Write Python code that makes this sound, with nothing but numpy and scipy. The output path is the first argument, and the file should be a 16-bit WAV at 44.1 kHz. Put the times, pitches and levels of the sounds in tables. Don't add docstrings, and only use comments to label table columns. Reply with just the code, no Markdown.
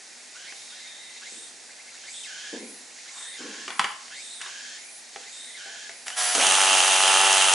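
import sys
import numpy as np
from scipy import signal
from scipy.fft import rfft, irfft
from scipy.io import wavfile

SR = 44100
rng = np.random.default_rng(int(sys.argv[2]) if len(sys.argv) > 2 else 0)


def wav_record(signal):
    frames = np.transpose(np.atleast_2d(signal))
    bounded = np.clip(frames, -1, 1)
    quanta = np.round(bounded * 32767).astype(np.int16)
    wavfile.write(sys.argv[1], SR, quanta)


N = 332514
T = np.arange(N) / SR


def amp(db):
    return 10 ** (np.asarray(db) / 20)


def unit(x):
    return x / np.sqrt(np.mean(x ** 2) + 1e-20)


def noise():
    return rng.standard_normal(N)


def wander(hz):
    return unit(irfft(rfft(noise()) * np.exp(-(np.fft.rfftfreq(N, 1 / SR) / hz) ** 2), N))


def ramp(start_s, rise_s):
    return np.clip((T - start_s) / rise_s, 0, 1)


def gate(start_s, length_s, rise_s, fall_s):
    return ramp(start_s, rise_s) * (1 - ramp(start_s + length_s, fall_s))


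def add(mix, start_s, sound):
    part = mix[round(start_s * SR):][:len(sound)]
    part += sound[:len(part)]


def read(points, hz):
    point_hz, values = np.transpose(points)
    return np.interp(np.log(hz + 1), np.log(point_hz + 1), values)


def colour(x, spectrum, tilt_db_per_octave=0, size=2048):
    hz = abs(np.fft.fftfreq(size, 1 / SR))
    log_gain = np.log(amp(read(spectrum, hz) + tilt_db_per_octave * np.log2((hz + 200) / 2000)))
    taps = np.fft.ifft(np.exp(np.conj(signal.hilbert(log_gain)))).real
    return signal.oaconvolve(x, taps / np.linalg.norm(taps))[:len(x)]


def resonate(x, hz, width_hz):
    carrier = np.exp(2j * np.pi * np.cumsum(hz * np.ones(len(x))) / SR)
    pole = np.exp(-np.pi * width_hz / SR)
    return unit((carrier * signal.lfilter([1], [1, -2 * pole, pole * pole], x / carrier)).real)


def modal(x, modes):
    return unit(sum(amp(db) * signal.lfilter(*signal.iirpeak(hz, hz / width_hz, SR), x)
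                    for hz, width_hz, db in modes))


def cycle(turns, orders, scatter_rad, size=1024):
    order, db = np.transpose(orders)
    gain = np.full(size // 2 + 1, amp(db.max() - 50))
    gain[np.round(order).astype(int)] = amp(db)
    minimum_phase = -signal.hilbert(np.log(np.r_[gain, gain[-2:0:-1]])).imag[:len(gain)]
    lines = gain * np.exp(1j * (minimum_phase + scatter_rad * rng.standard_normal(len(gain))))
    wave = irfft(lines[:round(order.max()) + 1], size * 2)
    return unit(np.interp(turns, np.arange(len(wave)) / len(wave), wave, period=1))


# frequency in Hz, t60 in seconds.
ROOM_DECAY = [(150, 0.35), (1000, 0.51), (3000, 0.47), (6000, 0.41), (11000, 0.3)]

def echo(x):
    t = np.arange(SR // 2) / SR
    reflections = rng.standard_normal(len(t)) * (rng.random(len(t)) < .1) * (t > .004)
    hz, age_s, bands = signal.stft(reflections, SR, nperseg=256)
    tail = signal.istft(bands * amp(-60 * age_s / read(ROOM_DECAY, hz)[:, None]), SR, nperseg=256)[1]
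    return signal.fftconvolve(x, tail / np.linalg.norm(tail))[:N]


def place(x, side_db, balance_db):
    side = amp(side_db) * echo(x)
    return np.array([(x + side) * amp(balance_db / 2), (x - side) * amp(-balance_db / 2)])


# frequency in Hz, relative density in dB.
AIR_SPECTRUM = [(20, -17), (70, -29), (115, -19.5), (240, -7.5), (350, -5.5), (800, -0.5), (1150, -8),
                (1900, 3), (3000, -8), (3800, -1), (6900, 0), (9500, -2.5), (11000, -7)]

def background():
    hum = amp(-73.5) * resonate(noise(), 243.7, 20) + amp(-85) * resonate(noise(), 116.2, 24)
    return amp(-46.5) * unit(colour(noise(), AIR_SPECTRUM)) + hum


def glide(length_s, from_hz, to_hz, width_hz, swell=0.38, flutter_db=1.5):
    waver_s, waver_share = 0.0298, 0.025
    progress = np.linspace(0, 1, round(length_s * SR))
    core, skirt = rng.standard_normal((2, SR))[:, :len(progress)]
    bend, flutter = [np.interp(progress * length_s / waver_s, np.arange(64), knots)
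                     for knots in rng.standard_normal((2, 64))]
    hz = (from_hz + (to_hz - from_hz) * progress ** 0.76) * (1 + waver_share * bend)
    band = resonate(core, hz, width_hz) + amp(1) * resonate(skirt, hz, 2 * width_hz)
    return np.sin(np.pi * progress) ** swell * unit(band * amp(flutter_db * flutter))


def high_note(length_s, chirp_s, chirp_db, whistle_db, rasp_db, undertone_db):
    out = np.zeros(SR)
    add(out, 0, amp(chirp_db) * glide(chirp_s, 1280, 2520, width_hz=200))
    add(out, 0, amp(chirp_db - 1.5) * glide(chirp_s, 2560, 5040, width_hz=900))
    whistle, undertone = (0.09, 3606, 500, 280, whistle_db), (0.12, 1795, 630, 230, undertone_db)
    for delay_s, hz, rise_hz_per_s, width_hz, db in (whistle, undertone):
        held_s = length_s - delay_s
        add(out, delay_s, amp(db) * glide(held_s, hz, hz + rise_hz_per_s * held_s, width_hz))
    rasp_s, rasp_hz = length_s + 0.003, 6830
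    top_hz = min(rasp_hz + 7500 * rasp_s, 9560)
    rasp = glide(rasp_s, rasp_hz, top_hz, width_hz=1600, swell=0.7, flutter_db=.4)
    add(out, .02, amp(rasp_db) * rasp)
    return out


SLIDE_S = 0.046

def low_note(clicks, start_s, length_s, from_hz, tone_db, flick_db):
    pitch_hz, rise_hz_per_s, width_hz, settle_s = 1574, 500, 230, 0.0333
    t = np.arange(SR) / SR
    end_s = SLIDE_S + length_s
    slide_hz = (from_hz - pitch_hz) * np.exp(-(t / settle_s) ** 2)
    hz = pitch_hz + rise_hz_per_s * (t - SLIDE_S) + slide_hz
    drive = clicks[round(start_s * SR):][:SR]
    tone = resonate(drive, hz, width_hz) + amp(-3) * resonate(drive, 1.93 * hz, width_hz=555)
    out = amp(tone_db) * tone * np.clip(t / .012, 0, 1) * np.clip(1 - (t - end_s) / .03, 0, 1)
    flick = glide(0.29, 9600, 10400, width_hz=1500, swell=.9, flutter_db=1.3)
    lift = glide(0.15, pitch_hz + rise_hz_per_s * length_s, 2500, width_hz)
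    add(out, end_s, amp(flick_db) * flick)
    add(out, end_s, amp(flick_db - 4) * lift)
    return out


# start and length in seconds, level in dB.
CHIRP_RUNS = [(0.084, .14, -57), (1.053, .14, -57), (1.686, .32, -52), (2.878, .14, -54.5),
              (5.05, .14, -58)]
# start, length and chirp length in seconds;
# chirp, whistle, rasp and undertone levels in dB.
HIGH_NOTES = [(0.435, 0.47, 0.084, -46.5, -53, -60, -72), (0.701, 0.52, 0.23, -52.5, -50, -58, -53.5),
              (1.214, 0.3, 0.11, -49, -52.5, -46, -70), (2.032, 0.24, 0.085, -47, -45, -44, -78),
              (3.056, 0.32, .06, -50, -45.5, -43.5, -49.5), (4.103, 0.38, 0.12, -45.5, -46, -45.5, -65),
              (5.223, .37, .09, -51.5, -48, -47, -54)]
# start and length in seconds, nominal opening pitch in Hz;
# tone, buzz and closing flick levels in dB.
LOW_NOTES = [(0.383, .085, 1300, -52, -60, -54), (2.268, .292, 3470, -46.5, -44.5, -48.5),
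             (3.381, .285, 2370, -49, -44, -48), (4.456, .31, 2010, -48.5, -44.5, -49),
             (5.589, 0.28, 2170, -47, -45.5, -53)]
# frequency in Hz, relative density in dB.
TYMBAL_SPECTRUM = [(1200, -56), (2200, 1.5), (3000, -2), (4000, 0), (5300, 1.5), (6300, 2), (6900, 2.5),
                   (7800, -5), (11000, -21)]
# delay in seconds, linear gain.
WALL_REFLECTIONS = [(.0019, 0.23), (.0031, -0.23), (.0054, .3), (.0087, 0.21)]

def cicada():
    click_hz, chirp_every_s, idle_db = 190, 0.085, -53
    beats = np.cumsum(click_hz * (1 + .08 * wander(9.8))) / SR
    clicks = noise() * unit(1.1 + np.exp(-(beats % 1) / 0.16))
    song, buzz_level = np.zeros(N), np.full(N, amp(idle_db))
    for start_s, length_s, db in CHIRP_RUNS:
        for delay_s in np.arange(0, length_s, chirp_every_s):
            add(song, start_s + delay_s, amp(db) * glide(0.052, 1260, 2690, width_hz=250))
    for start_s, *note in HIGH_NOTES:
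        add(song, start_s, high_note(*note))
        swell = gate(start_s - 0.13, 0.26, rise_s=0.042, fall_s=0.12)
        buzz_level = np.hypot(buzz_level, amp(-49.5) * swell)
    for start_s, length_s, from_hz, tone_db, buzz_db, flick_db in LOW_NOTES:
        add(song, start_s - SLIDE_S, low_note(clicks, start_s, length_s, from_hz, tone_db, flick_db))
        swell = gate(start_s - SLIDE_S, length_s + SLIDE_S, rise_s=0.042, fall_s=0.12)
        buzz_level = np.hypot(buzz_level, amp(buzz_db) * swell)
    direct = song + colour(buzz_level * clicks, TYMBAL_SPECTRUM)
    out = direct.copy()
    for delay_s, gain in WALL_REFLECTIONS:
        add(out, delay_s, gain * direct)
    return out


# start in seconds, level in dB, rise and t60 in seconds.
SCUFFS = [(1.289, -54, 0.03, 0.84), (2.524, -36, 0.0078, 0.67), (2.62, -49, 0.0075, 0.27),
          (3.384, -42.5, 0.023, 0.21), (3.422, -42.5, 0.024, 0.88), (5.16, -61, 0.0048, .2),
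          (6.34, -39, 0.0081, 0.89), (6.68, -47, 0.035, 0.33)]
# frequency in Hz, relative density in dB.
SCUFF_SPECTRUM = [(30, -47), (70, -32), (145, -33), (205, 10), (300, 13), (380, 7), (490, 8.5), (600, -5),
                  (1000, -5), (2000, -73)]

def scuffs():
    level = np.zeros(N)
    for start_s, db, rise_s, t60_s in SCUFFS:
        decay_db = 60 * np.maximum(T - start_s - rise_s, 0) / t60_s
        level += amp(db - decay_db) * ramp(start_s, rise_s)
    return colour(level * noise(), SCUFF_SPECTRUM)


# start in seconds, relative level in dB,
# tilt in dB per octave, chatter t60 in seconds, chassis share in dB.
KNOCKS = [(0.523, -32, 3.5, 0.039, -7.5), (1.1, -48, 7, 0.018, -25), (3.679, -24, -1.5, 0.076, -12.5),
          (3.704, -28.5, -5, 0.026, -10), (3.794, -10.5, -3, 0.043, -16), (3.813, -25, -3.5, 0.12, -18),
          (3.843, -15, 2.5, 0.053, -9.5), (4.081, -39, 5, .025, -13), (4.406, -36.5, 1, 0.095, -10),
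          (4.414, -25.5, 10, 0.14, -32), (4.46, -33, -1, 0.17, -24), (5.16, -33, 2.5, 0.05, 5),
          (5.447, -39, 10, 0.025, -16), (5.66, -48.5, 6, 0.78, 8.5), (5.894, -31.5, 5.5, 0.11, -4.5),
          (6.068, -30.5, 7, 0.065, -11), (6.081, -20, 11, 0.018, -18), (6.102, -27, 8, .03, -28),
          (6.35, -11, 12, 0.061, -9)]
# frequency in Hz, relative gain in dB.
CLACK_SPECTRUM = [(40, -50), (100, -41), (165, -16), (330, -15), (620, -19), (820, 1), (1080, 3), (1300, 2),
                  (1900, 1), (2500, -4.5), (3000, -3.5), (4000, -15.5), (7000, -20.5), (11000, -42)]
# frequency and width in Hz, relative gain in dB.
HOUSING_MODES = [(832, 29, 8.5), (1090, 87, 10), (1400, 240, 9), (1850, 380, 8), (2270, 170, 8),
                 (2800, 100, 5), (3300, 220, 2), (4450, 240, -3), (6400, 250, -6), (7200, 170, -17)]
# frequency and width in Hz, relative gain in dB.
CHASSIS_MODES = [(183, 26, -6), (435, 94, 3.5), (501.6, 6.8, 13), (681, 17.5, 16.5), (786, 114, 12),
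                 (2880, 170, -13)]

def knocks():
    out, t = np.zeros(N), np.arange(SR // 4) / SR
    contact = (1 - np.exp(-t / 0.00037)) * np.exp(-t / 0.0024)
    low_cut = signal.butter(2, 645, "high", fs=SR)
    for start_s, db, tilt, chatter_s, chassis_db in KNOCKS:
        envelope = contact + 0.36 * amp(-60 * t / chatter_s)
        force, jolt = rng.choice([-1., 1.], (2, len(t))) * envelope
        clack = colour(force, CLACK_SPECTRUM, tilt)
        housing = amp(-6.5 - 2 * tilt) * modal(signal.lfilter(*low_cut, jolt), HOUSING_MODES)
        chassis = amp(chassis_db) * modal(force, CHASSIS_MODES)
        add(out, start_s, amp(db - 3) * (clack + force.std() * (housing + chassis)))
    return out + amp(-5.5) * echo(out)


# start and length in seconds, level in dB.
DRAGS = [(3.084, 0.16, -52), (3.38, 0.24, -51), (3.666, 0.21, -44.5), (4.39, .06, -47)]

def drags():
    level = sum(amp(db) * gate(start_s, length_s, rise_s=0.036, fall_s=.07)
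                for start_s, length_s, db in DRAGS)
    unevenness = amp(2 * wander(40))
    friction = colour(noise(), CLACK_SPECTRUM, tilt_db_per_octave=-0.54)
    return level * unevenness * modal(friction, HOUSING_MODES)


def shaft_squeak(start_s=6.11, length_s=0.052, from_hz=1420, to_hz=1600):
    progress = ramp(start_s, length_s)
    hz = (from_hz + (to_hz - from_hz) * progress) * (1 + .03 * wander(300))
    phase = 2 * np.pi * np.cumsum(hz) / SR
    return amp(-44) * np.sin(np.pi * progress) * (np.sin(phase) + 2 * np.sin(2 * phase))


def gear_mesh(turns, spectrum, lowest_order, nominal_turns_per_s=96.4):
    orders = np.arange(lowest_order, 120)
    db = read(spectrum, orders * nominal_turns_per_s) + 3 * rng.standard_normal(len(orders))
    return cycle(turns, np.c_[orders, db], scatter_rad=np.pi)


# frequency and width in Hz, relative gain in dB.
METAL_MODES = [(2763, 46.5, 8.5), (3080, 200, 6.5), (4330, 120, -14), (5070, 490, -8), (6300, 1250, -2),
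               (8050, 64, -8), (8220, 290, 0.5), (9360, 510, -4.5), (10600, 170, -4)]

def rattle(stroke, slaps_per_s=600, grate_s=0.00076):
    slaps = (rng.random(N) < slaps_per_s / SR) * rng.uniform(.6, 1.2, N)
    chatter = np.tanh(signal.lfilter([1], [1, -np.exp(-1 / (grate_s * SR))], slaps))
    return modal(chatter * stroke * noise(), METAL_MODES)


ENGAGE_S = 6.34
# multiple of engine speed, relative level in dB.
PUFF_ORDERS = [(1, -32), (2, -28), (3, -21), (4, -8), (5, -10), (6, -6.5), (7, -11.5), (8, 3.5), (9, 6),
               (10, -1), (11, -1.5), (12, -1.5), (13, 0.5), (14, 0), (15, -6), (16, -11), (17, -17),
               (18, -3), (19, -10.5), (20, -5.5), (21, -7), (22, -22), (23, -14), (24, -47), (25, -5.5),
               (26, -5), (27, -24), (28, 0.5), (29, 3.5), (30, -22), (31, 2), (32, 1.5), (33, -13),
               (34, -1), (35, -7)]
# frequency in Hz, relative density in dB.
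CHURN_SPECTRUM = [(30, -33), (120, -36), (300, -24.5), (560, -15), (850, -7.5), (1300, 3), (2300, 0.5),
                  (3000, 7.5), (4400, -4), (5400, -4), (6400, 1.5), (7200, -3.5), (9500, 0), (11000, -19.5)]

def engine(turns):
    level = amp(-4) * ramp(ENGAGE_S, rise_s=0.092)
    shaken_turns = turns + .0012 * wander(50)
    puffs = amp(-21.3) * cycle(shaken_turns, PUFF_ORDERS, scatter_rad=.15) * amp(wander(60))
    puffs *= amp(3 * gate(7.0, 0.31, rise_s=0.087, fall_s=0.087))
    gears = amp(-26) * gear_mesh(shaken_turns, CHURN_SPECTRUM, lowest_order=36)
    stroke = unit(0.29 + np.exp(-(turns % 1) / 0.066))
    air = amp(-20.5) * colour(noise() * stroke, CHURN_SPECTRUM)
    metal = amp(-21) * rattle(stroke)
    shaking = colour(noise() * stroke, CHURN_SPECTRUM, tilt_db_per_octave=-8.5)
    shudder = amp(-31.5) * modal(shaking, CHASSIS_MODES)
    return level * (puffs + gears + air + metal + shudder)


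def motor_level(nudge_s=6.06, switch_on_s=6.155, fade_db_per_s=64):
    fade_db = fade_db_per_s * np.maximum(T - nudge_s, 0)
    nudge = ramp(nudge_s, rise_s=0.0033) * amp(-36.5 - fade_db)
    surge_db = 2 * np.exp(-np.maximum(T - switch_on_s, 0) / 0.026)
    run = ramp(switch_on_s, rise_s=0.036) * amp(-23.5 + surge_db)
    return np.maximum(nudge, run)


# multiple of shaft speed, relative level in dB.
MOTOR_ORDERS = [(1, -46), (2, -23), (3, -22.5), (4, -20), (5, -14.5), (6, -11.5), (7, -1.5), (8, 6),
                (9, -2.5), (10, -4), (11, -1.5), (12, -5), (13, -10), (14, -2), (15, 1.5), (16, -4.5),
                (17, -19), (18, 3), (19, -3), (20, -3), (21, -1)]
# frequency in Hz, relative density in dB.
STARTER_SPECTRUM = [(100, -59), (400, -19.5), (750, -9.5), (1700, -4), (2700, -6), (3350, -3), (4200, -8),
                    (5600, -4), (6000, -14), (6400, -4), (9200, -6), (10250, -5), (11000, -0.5)]

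def starter(turns):
    hum = amp(-10) * cycle(turns, MOTOR_ORDERS, scatter_rad=np.pi)
    gears = amp(-7) * gear_mesh(turns + 0.0051 * wander(110), STARTER_SPECTRUM, lowest_order=25)
    sparks = noise() * (1 + 0.17 * np.cos(2 * np.pi * turns))
    hiss = amp(2.5) * colour(sparks, STARTER_SPECTRUM)
    whine = amp(-13) * resonate(sparks, 5980, 280) + amp(-14) * resonate(sparks, 10300, 800)
    return motor_level() * (hum + gears + hiss + whine)


# time in seconds, turns per second.
BASE_SPEED = [(6.17, 92.4), (6.25, 90.4), (6.314, 91.8), (6.41, 88.9), (6.448, 94.9), (6.498, 93.9),
              (6.532, 96.3), (6.764, 95.2), (6.806, 92.5), (6.898, 95.9), (7.012, 94.7), (7.082, 96.1),
              (7.382, 95.8), (7.54, 96.4)]
# time in seconds, engine's share of the base speed.
CONE_GRIP = [(6.34, .4), (6.385, .58), (6.415, .85), (6.44, 1)]

def cranking(loaded_share=.871, sag_s=.07):
    turns_per_s = np.interp(T, *np.transpose(BASE_SPEED))
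    grip = np.interp(T, *np.transpose(CONE_GRIP))
    sag = 1 - (1 - loaded_share) * ramp(ENGAGE_S, sag_s)
    starter_turns = np.cumsum(turns_per_s * sag) / SR
    engine_turns = np.cumsum(turns_per_s * grip) / SR
    return starter(starter_turns) + engine(engine_turns) + shaft_squeak()


def scene():
    machine = place(cranking(), side_db=-12.5, balance_db=-0.9)
    handling = place(knocks() + drags(), side_db=-15, balance_db=0.6)
    rubber = place(scuffs(), side_db=-22.5, balance_db=0.5)
    outdoors = place(cicada() + background(), side_db=-9.5, balance_db=-0.9)
    return machine + handling + rubber + outdoors


def record(dry):
    cutoff_hz = 11020
    taps = signal.firwin(2047, cutoff_hz, window=("kaiser", 9), fs=SR)
    return signal.oaconvolve(dry, taps[None], "same")


dry = scene()
out = record(dry)
wav_record(out)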